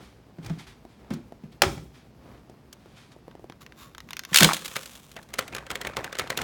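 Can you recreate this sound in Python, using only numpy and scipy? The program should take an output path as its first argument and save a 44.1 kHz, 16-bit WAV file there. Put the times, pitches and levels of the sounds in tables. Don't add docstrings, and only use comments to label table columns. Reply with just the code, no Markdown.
import sys
import numpy as np
from scipy import signal
from scipy.fft import rfft, irfft
from scipy.io import wavfile

SR = 44100
rng = np.random.default_rng(int(sys.argv[2]) if len(sys.argv) > 2 else 0)


def persist_wave(psi):
    counts = np.round(np.clip(psi, -1, 1) * 32767).astype(np.int16)
    wavfile.write(sys.argv[1], SR, np.atleast_2d(counts).T)


N = 283563
TIME = np.arange(N) / SR

# start_s, level_db, contact_s, treble_db
LID_BLOWS = [(.446, -45, .0018, 7), (.461, -40, 0.0025, 11), (.496, -42.5, 0.0022, -4),
             (1.104, -41.5, 0.0017, 0), (1.135, -49, 0.0036, 26), (1.6188, -6.5, 0.0015, 6.5),
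             (1.6335, -26.5, 0.0024, -21), (1.776, -48, 0.0034, -10)]
# frequency_hz, level_db
CUP_COLOUR = [(60, -39), (170, -11), (520, 0), (900, -4), (1300, 0.5), (2100, -2.5), (2800, -3),
              (3700, -5.5), (4700, -8), (7000, -8), (11000, -13), (17000, -18)]
# frequency_hz, width_hz, height_db over the broad colour
CUP_RESONANCES = [(527.6, 37, 7.2), (1570, 14, 3.6), (1525, 13, 2.8), (2030, 60, 0.68), (2200, 28, 1.76),
                  (3250, 95, 2.7), (3570, 450, 2.7), (4150, 92, 2.6), (6880, 72, 3.5), (7420, 120, 1.2)]
# frequency_hz, level_db
LOW_COLOUR = [(20, -16), (40, -6), (62, 5), (85, -5), (120, 2.5), (170, -2), (250, -3.5), (400, -12.5),
              (1000, -39)]
# frequency_hz, level_db
SOFT_COLOUR = [(120, -25.5), (330, 1.5), (700, -3), (1100, -7.5), (2400, -17), (5000, -27), (16000, -50.5)]


def dust_cup():
    judder = flap_judder()
    bits = landing_bits()
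    rattle, hollow = rattling_flap()
    dirt = running_dirt() + landing_dirt() + tumbling_dirt()
    direct = judder + bits + rattle + hollow + dirt
    return direct, from_db(-15.0) * (judder + bits) + from_db(-20.0) * rattle


def flap_judder():
    # start_s, level_db, treble_db
    clack_rows = [(4.3305, -32, -18), (4.3437, -11.5, 4), (4.3584, -8, 5), (4.3711, -12, 9.5),
                  (4.3846, -13, 9.5), (4.399, -22, -2), (4.4053, -9.5, -1), (4.4224, -17.5, -15),
                  (4.430, -8, 4), (4.444, -8, 1)]
    # frequency_hz, level_db
    clack_colour = [(100, -40), (700, -7), (1400, 1.5), (2300, 2.5), (3800, 1), (5200, -3), (7600, -3.5),
                    (11000, -6.5), (17000, -13)]
    contact_s = 0.0016
    clacks = [(s, db, contact_s, treble_db) for s, db, treble_db in clack_rows]
    force = contacts(clacks, crack=0.051, chatter_db=-7.5, chatter_s=0.01, chatter_hz=9000)
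    return body(force, clack_colour, CUP_RESONANCES)


def landing_bits():
    # start_s, level_db
    bit_rows = [(4.4898, -11), (4.497, -12.5), (4.5099, -19.5), (4.5197, -15)]
    # frequency_hz, level_db
    bit_colour = [(100, -43), (700, -12), (1250, -2), (1900, -6), (4000, -26), (16000, -33)]
    # frequency_hz, width_hz, height_db over the broad colour
    bit_resonances = [(1150, 290, 14)]
    contact_s = 0.0007
    force = pushes([(s, db, contact_s) for s, db in bit_rows], ripple=0.24)
    return body(force, bit_colour, bit_resonances)


def rattling_flap(lead_s=0.0048, onset_db=-17, count=2):
    # start_s, level_db, treble_db
    knock_rows = [(4.621, -44, -6), (4.714, -45, -13), (4.757, -29, -4), (4.7635, -25, 2.5),
                  (5.164, -37.5, -9.5), (5.288, -53, 3), (5.303, -54, -1), (5.3377, -30, 4),
                  (5.374, -51, -9), (5.385, -29.5, 4), (5.389, -20, 1), (5.423, -44, -8),
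                  (5.478, -37.5, 0.5), (5.525, -44, -14), (5.5479, -29.5, 1.5), (5.564, -34.5, -2),
                  (5.582, -37, -10), (5.665, -42, -6), (5.7024, -30, -5), (5.712, -30.5, 3),
                  (5.754, -28.5, -2), (5.813, -30, 0), (5.848, -35.5, -12), (5.869, -30.5, 1),
                  (5.935, -51, -25), (5.967, -25, -7.5), (6.0425, -30.5, -1), (6.126, -32.5, -5.5),
                  (6.1516, -36, -10), (6.168, -43, -6), (6.1858, -27.5, 5), (6.194, -23, -3),
                  (6.2726, -42, -10), (6.3012, -24, -2.5), (6.3731, -23, 6.5), (6.388, -33, -16),
                  (6.415, -28.5, 2)]
    # frequency_hz, level_db
    hollow_colour = [(50, -36), (130, 2), (550, -23), (900, -58), (1600, 6), (2300, 18.5), (5000, -15),
                     (16000, -52)]
    # frequency_hz, width_hz, height_db over the broad colour
    hollow_resonances = [(120.5, 30, 22), (210, 19, 25), (332, 15, 6.1), (422, 21, 45), (475, 13, 8.1),
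                         (1420, 24, 13), (1435, 12, 16), (1660, 12, 4.2)]
    contact_s = 0.002
    rebound_s, loss_db, dulling_db = 0.02, 19.5, 7.5

    hits = [(s, db, contact_s, treble_db) for s, db, treble_db in knock_rows]
    soft_onsets = [(s - lead_s, db + onset_db, 0.87 * contact_s, treble_db) for s, db, treble_db in knock_rows]
    rebounds = []
    for s, db, treble_db in knock_rows:
        for k in range(1, count + 1):
            rebound_at_s = s + k * rebound_s * rng.uniform(.9, 1.2)
            rebounds.append((rebound_at_s, db - k * loss_db, contact_s, treble_db - dulling_db))
    force = contacts(hits + rebounds, crack=0.5, chatter_db=-5.5, chatter_s=0.011,
                     chatter_hz=2380, spot_gain=0.82)
    force = force + contacts(soft_onsets, crack=0)
    knocks = from_db(-0.5) * body(force, CUP_COLOUR, CUP_RESONANCES)
    hollow = from_db(-4) * body(pushes(hits, ripple=0.12), hollow_colour, hollow_resonances)
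    return knocks, hollow


def running_dirt():
    # start_s, level_db, rise_s, fade_s
    pour_rows = [(4.32, -23.5, 0.094, 0.074), (4.5, -44.5, .27, 0.21)]
    # frequency_hz, level_db
    pour_colour = [(240, -49), (400, -6.5), (738, -9), (1040, 1.5), (1950, -4.5), (3380, 0.5), (4700, -6.5),
                   (6230, -3), (17000, -10.5)]
    # start_s, level_db
    tick_rows = [(2.495, -60), (2.727, -44), (4.532, -23), (4.542, -28), (4.565, -33), (4.591, -42),
                 (4.646, -35), (4.6554, -30), (4.678, -35.5), (4.8298, -41.5), (4.8567, -39),
                 (4.911, -52.5), (4.9516, -45.5), (5.114, -47.5), (5.227, -50.5)]
    contact_s, treble_db = 0.0027, 11

    gushes = from_db(2.5 * drift(rate=60))
    flow = strokes(pour_rows)
    fine_dirt = flow * from_db(-2.5) * gushes * grains(per_s=3900, spread_db=5.0)
    hiss = body(fine_dirt, pour_colour)
    ticks = contacts([(s, db, contact_s, treble_db) for s, db in tick_rows],
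                     crack=0.37, chatter_db=-12, chatter_s=0.015, chatter_hz=4000)
    specks = flow * from_db(-8) * grains(per_s=160, spread_db=6)
    return hiss + body(from_db(-1.5) * ticks + specks, CUP_COLOUR, CUP_RESONANCES)


def landing_dirt(thud_db=-11):
    # start_s, level_db, rise_s, fade_s
    landing_rows = [(4.391, -24, 0.062, 0.023)]
    scatter_lag_s, scatter_db = 0.059, -4
    rustle = body(grains(per_s=2200, spread_db=5.0), SOFT_COLOUR)
    thud = from_db(thud_db) * body(rng.standard_normal(N), LOW_COLOUR)
    scatter = strokes([(s + scatter_lag_s, db + scatter_db, rise_s, fade_s)
                       for s, db, rise_s, fade_s in landing_rows])
    return strokes(landing_rows) * (rustle + thud) + scatter * loose_grit()


def tumbling_dirt(grit_db=-13, fluff_db=-16, thud_db=-18):
    # start_s, level_db
    shake_rows = [(4.76, -42), (5.165, -36.5), (5.395, -37), (5.515, -34), (5.555, -33.5), (5.705, -27.5),
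                  (5.8, -33), (5.85, -24.5), (5.97, -23.5), (6.04, -30), (6.195, -25.5), (6.305, -27),
                  (6.375, -23), (6.41, -25)]
    sift_start_s, sift_db = 5.3, -44
    stirred = aftermath(shake_rows, rise_s=0.015, fade_s=0.04)
    stirred = stirred + from_db(sift_db) * (TIME > sift_start_s)
    grit = from_db(grit_db) * loose_grit(per_s=390, low_hz=535, high_hz=2465, width_hz=120)
    fluff = from_db(fluff_db) * body(grains(per_s=2000, spread_db=6.0), SOFT_COLOUR)
    thuds = from_db(thud_db) * body(rng.standard_normal(N), LOW_COLOUR)
    return stirred * (grit + fluff + thuds)


def loose_grit(per_s=170, low_hz=520, high_hz=3000, width_hz=130, count=14):
    pitches = np.geomspace(low_hz, high_hz, count)
    clatter = sum(resonance(grains(per_s / count, spread_db=3.5), hz, width_hz) for hz in pitches)
    return clatter / np.std(clatter)


def latch():
    # start_s, level_db
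    tap_rows = [(0.8508, -34.5), (1.322, -33), (2.4968, -38), (2.858, -39), (3.163, -42.5), (3.28, -34.5),
                (3.3516, -36.5), (3.3945, -42), (3.442, -35.5), (3.498, -34.5)]
    # frequency_hz, level_db
    tap_colour = [(40, -12), (130, -1), (300, 1.5), (750, -3.5), (1200, -16.5), (3000, -27), (16000, -39)]
    # frequency_hz, width_hz, height_db over the broad colour
    housing_resonances = [(358, 77, 8.5), (610, 250, 7)]
    # start_s, level_db
    creak_rows = [(3.312, -50), (3.498, -40.5), (3.5222, -46.5), (3.6635, -41.5), (3.722, -45.5),
                  (3.9485, -39.5), (3.981, -35), (4.0035, -37.5), (4.0884, -43.5), (4.107, -31),
                  (4.1318, -30), (4.1678, -29.5), (4.1928, -28), (4.236, -36), (4.25, -31.5)]
    # frequency_hz, level_db
    creak_colour = [(100, -24.5), (700, -8.5), (950, 5), (2200, 0), (4000, -8), (6200, -8.5), (7700, -18),
                    (14000, -17.5), (17000, -23)]
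    # start_s, level_db, rise_s, fade_s
    slide_rows = [(3.605, -45, .015, 0.012), (3.755, -48, 0.08, 0.038), (4.07, -55, .025, 0.026),
                  (4.27, -46, .07, .01)]
    # frequency_hz, level_db
    slide_colour = [(300, -7.5), (750, -6.5), (1000, 6), (3000, 0.5), (6800, -3.5), (8500, -12),
                    (12000, -3), (15000, -14.5), (17000, -5.5)]
    # frequency_hz, width_hz, height_db over the broad colour
    guide_resonances = [(1120, 90, 9.7), (1450, 90, 5), (2815, 64, 4), (3670, 180, 6.9), (7220, 320, 5.9)]
    tap_contact_s, creak_contact_s = 0.002, 0.00076
    brightening, even_db = 1.1, -41.5

    tap_force = pushes([(s, db, tap_contact_s) for s, db in tap_rows], ripple=0.46)
    taps = body(tap_force, tap_colour, housing_resonances)
    slips = [(s, db, creak_contact_s, brightening * (db - even_db)) for s, db in creak_rows]
    creak_force = contacts(slips, crack=0.61, chatter_db=-6.5, chatter_s=0.0049, chatter_hz=6000)
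    creaks = body(creak_force, creak_colour, CUP_RESONANCES)
    friction = body(grains(per_s=2200, spread_db=3.5), slide_colour, guide_resonances)
    near = taps + creaks + strokes(slide_rows) * friction
    return near, from_db(-20.0) * near


def pedal_bin():
    # start_s, level_db, contact_s, ring_hz
    thump_rows = [(0.383, -36.5, 0.0065, 166), (0.457, -38, 0.0048, 110), (.501, -27.5, 0.0051, 165.5),
                  (.572, -43.5, 0.0077, 151), (1.106, -24, 0.0068, 236), (1.123, -36, .011, 138),
                  (1.434, -39, 0.0081, 229.4), (1.631, -27, 0.00088, 369), (1.638, -28, .009, 167),
                  (1.664, -27, 0.0032, 87), (1.77, -33.5, .008, 120), (4.315, -33, 0.0078, 171),
                  (4.407, -22, 0.0048, 216), (4.42, -18.5, 0.0057, 158.4), (4.433, -30, 0.0023, 318),
                  (4.45, -25, 0.0039, 163.4)]
    # frequency_hz, level_db
    thump_colour = [(30, -6), (70, -20.5), (130, 2), (220, -2), (330, -6.5), (500, -18.5), (1500, -28),
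                    (5000, -42.5), (16000, -63.5)]
    # frequency_hz, level_db
    lid_colour = [(80, -22), (250, -19), (450, -6), (650, 3), (1400, -1.5), (3200, -9.5), (6000, -11.5),
                  (9000, -17), (13000, -22.5), (17000, -21)]
    # frequency_hz, width_hz, height_db over the broad colour
    lid_resonances = [(355, 18, 5), (564.4, 10, 11), (797, 36, 7), (1370, 130, 5.5), (2360, 130, 4),
                      (3270, 160, 6.5), (5340, 130, 6)]

    thuds = body(pushes([row[:3] for row in thump_rows], ripple=0.93), thump_colour)
    thumps = from_db(3.5) * booms(thump_rows) + from_db(-3.5) * thuds
    lid_force = contacts(LID_BLOWS, crack=0.42, chatter_db=-15.0, chatter_s=0.021, chatter_hz=9000)
    lid = body(lid_force, lid_colour, lid_resonances)
    bang = body(pushes(LID_BLOWS, ripple=0.091), lid_colour, lid_resonances)
    return thumps + lid, from_db(-5.0) * thumps + from_db(-8.5) * bang


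def booms(rows, ring_s=0.012):
    out = np.zeros(N + SR)
    age = np.arange(SR // 2) / SR
    for s, level_db, contact_s, hz in rows:
        swell = 1 - np.exp(-age / max(contact_s, 1e-4))
        ring = np.exp(-age / ring_s) * np.sin(2 * np.pi * hz * age)
        at = int(s * SR)
        out[at:at + len(age)] += 2 * from_db(level_db) * swell * ring
    return out[:N]


def background(shudder_db=-25, grip_db=-1):
    # start_s, level_db, rise_s, fade_s
    handling_rows = [(-.03, -49, 0.034, 0.06), (.4, -47, .08, .05), (.97, -52, 0.066, 0.14),
                     (2.17, -49.5, 0.18, 0.046), (2.47, -59, 0.048, 0.28), (3.15, -63, 0.11, .15),
                     (5.5, -48, 0.033, .04)]
    # start_s, level_db, rise_s, fade_s
    shuffle_rows = [(-.03, -58, 0.071, 0.081), (.42, -54.5, 0.025, 0.11), (.58, -48.5, 0.017, 0.035),
                    (.665, -51.5, 0.0092, 0.047), (.87, -66.5, 0.045, 0.12), (1.1, -54, 0.026, 0.038),
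                    (1.515, -60.5, .01, .025), (1.93, -59, 0.03, 0.065), (2.15, -71.5, .25, 0.016),
                    (2.7, -65.5, 0.29, 0.072), (2.955, -56.5, 0.023, 0.098), (3.115, -56.5, 0.0067, .015)]
    # frequency_hz, level_db
    shuffle_colour = [(410, -46.5), (700, -7), (1880, -7), (2490, -6.5), (2800, -11.5), (3210, -7.5),
                      (11500, -25), (17000, -42.5)]
    # frequency_hz, level_db
    air_colour = [(18, -32), (30, -8), (133, -1.5), (238, 3.5), (310, -8.5), (651, -13.5), (1480, -27.5),
                  (2390, -21.5), (3280, -25.5), (4890, -24), (17000, -54.5)]
    rumble_db, rub_db = -55.5, -61.5

    handling = strokes(handling_rows)
    bass = np.hypot(from_db(rumble_db), from_db(grip_db) * handling)
    bass = bass + from_db(shudder_db) * aftermath(LID_BLOWS, rise_s=0.023, fade_s=0.081)
    rumble = bass * from_db(2 * drift(rate=32)) * body(rng.standard_normal(N), LOW_COLOUR)
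    rub = np.hypot(from_db(rub_db), from_db(-3) * handling)
    rub_noise = body(grains(per_s=3000, spread_db=3.5), SOFT_COLOUR)
    rubbing = rub * from_db(0.88 * drift(rate=23)) * rub_noise
    brushing = body(grains(per_s=6500, spread_db=0.5), shuffle_colour)
    shuffle = strokes(shuffle_rows) * from_db(3.0) * brushing
    air = from_db(-60) * body(rng.standard_normal(N), air_colour)
    return rumble + rubbing + shuffle + air


def kitchen(x, first_echo_s=0.0015):
    # frequency_hz, t60_s
    room_t60 = [(100, 0.12), (300, 0.41), (1000, 0.32), (4000, 0.43), (9000, 0.44), (16000, 0.12)]
    age = np.arange(SR * 3 // 4) / SR
    edges = np.geomspace(40, 19000, 11)
    tail = 0
    for low, high in zip(edges, edges[1:]):
        bandpass = signal.butter(2, [low, high], "band", fs=SR, output="sos")
        band = signal.sosfilt(bandpass, rng.standard_normal(len(age)))
        tail = tail + band * from_db(-60 * age / at_hz(room_t60, np.sqrt(low * high)))
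    tail = tail * np.clip(age / first_echo_s - .5, 0, 1)
    return signal.fftconvolve(x, tail / np.linalg.norm(tail))[:N]


def contacts(rows, crack=0.44, chatter_db=-40, chatter_s=.01, chatter_hz=9000,
             spot_gain=0, spot_hz=(1200, 2800), spot_width_hz=220, cut_hz=3500):
    force = np.zeros(N + SR)
    age = np.arange(SR // 5) / SR
    soft = signal.butter(2, cut_hz, fs=SR)
    hard = signal.butter(2, cut_hz, "high", fs=SR)
    dull = signal.butter(2, min(chatter_hz, SR / 2 - 1), fs=SR)
    for s, level_db, contact_s, *treble_db in rows:
        phase = age / max(contact_s, 1e-4)
        slips = rng.standard_normal(len(age)) * phase * np.exp(1 - phase)
        slips[np.argmax(phase >= 1)] += crack * np.sqrt(2 * abs(contact_s) * SR)
        slips = slips / np.hypot(1, crack)
        chatter = rng.standard_normal(len(age)) * (1 - np.exp(-phase)) * np.exp(-age / chatter_s)
        slips = slips + from_db(chatter_db) * signal.lfilter(*dull, chatter)
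        slips = slips + spot_gain * resonance(slips, rng.uniform(*spot_hz), spot_width_hz)
        if treble_db:
            low_part = signal.lfilter(*soft, slips) * from_db(-treble_db[0] / 2)
            high_part = signal.lfilter(*hard, slips) * from_db(treble_db[0] / 2)
            slips = low_part - high_part
        at = max(int(s * SR), 0)
        force[at:at + len(age)] += from_db(level_db) * slips
    return force[:N]


def pushes(rows, ripple):
    force = ripple * contacts(rows)
    for s, level_db, contact_s, *_ in rows:
        force[int((s + contact_s / 2) * SR)] += from_db(level_db) * np.sqrt(abs(contact_s) * SR)
    return force


def grains(per_s, spread_db):
    sizes = from_db(spread_db * np.minimum(rng.exponential(1, N), 4)) * rng.choice([-1, 1], N)
    clicks = sizes * (rng.random(N) < per_s / SR)
    return clicks / np.sqrt(np.mean(clicks ** 2) + 1e-20)


def body(x, colour, modes=(), size=16384):
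    hz = np.arange(size // 2 + 1) * SR / size
    peaks = sum((from_db(2 * db) - 1) / (1 + (2 * (hz - f) / width) ** 2) for f, width, db in modes)
    magnitude = from_db(at_hz(colour, hz)) * np.sqrt(np.maximum(1 + peaks, .1))
    cepstrum = irfft(np.log(magnitude))
    cepstrum[1:size // 2] *= 2
    cepstrum[size // 2 + 1:] = 0
    response = irfft(np.exp(rfft(cepstrum)))
    return signal.fftconvolve(x, response / np.linalg.norm(response))[:N]


def resonance(x, hz, width_hz):
    return signal.lfilter(*signal.iirpeak(hz, hz / width_hz, fs=SR), x)


def strokes(rows):
    power = np.zeros(N)
    for s, level_db, rise_s, fade_s in rows:
        swell = np.sin(np.pi / 2 * np.clip((TIME - s) / max(rise_s, 1e-4), 0, 1))
        fade = np.exp(-np.maximum(TIME - s - rise_s, 0) / max(fade_s, 1e-4))
        power += (from_db(level_db) * swell * fade) ** 2
    return np.sqrt(power)


def aftermath(blows, rise_s, fade_s):
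    return strokes([(s, level_db, rise_s, fade_s) for s, level_db, *_ in blows])


def drift(rate):
    knots = rng.standard_normal(2048)
    return np.interp(TIME * rate, np.arange(len(knots)), knots)


def at_hz(points, hz):
    f, value = np.transpose(points)
    return np.interp(np.log(np.maximum(hz, 1)), np.log(f), value)


def from_db(db):
    return 10 ** (np.asarray(db) / 20)


def scene():
    direct, sent = np.sum([dust_cup(), latch(), pedal_bin()], axis=0)
    return (direct + kitchen(sent) + background())[None]


def record(dry, top=1.06, low_cut_hz=38, cutoff_hz=17200):
    heard = signal.sosfilt(signal.butter(2, low_cut_hz, "high", fs=SR, output="sos"), dry)
    rounded = top * np.tanh(heard / top)
    return signal.sosfilt(signal.ellip(10, .1, 70, cutoff_hz, fs=SR, output="sos"), rounded)


dry = scene()
out = record(dry)
persist_wave(out)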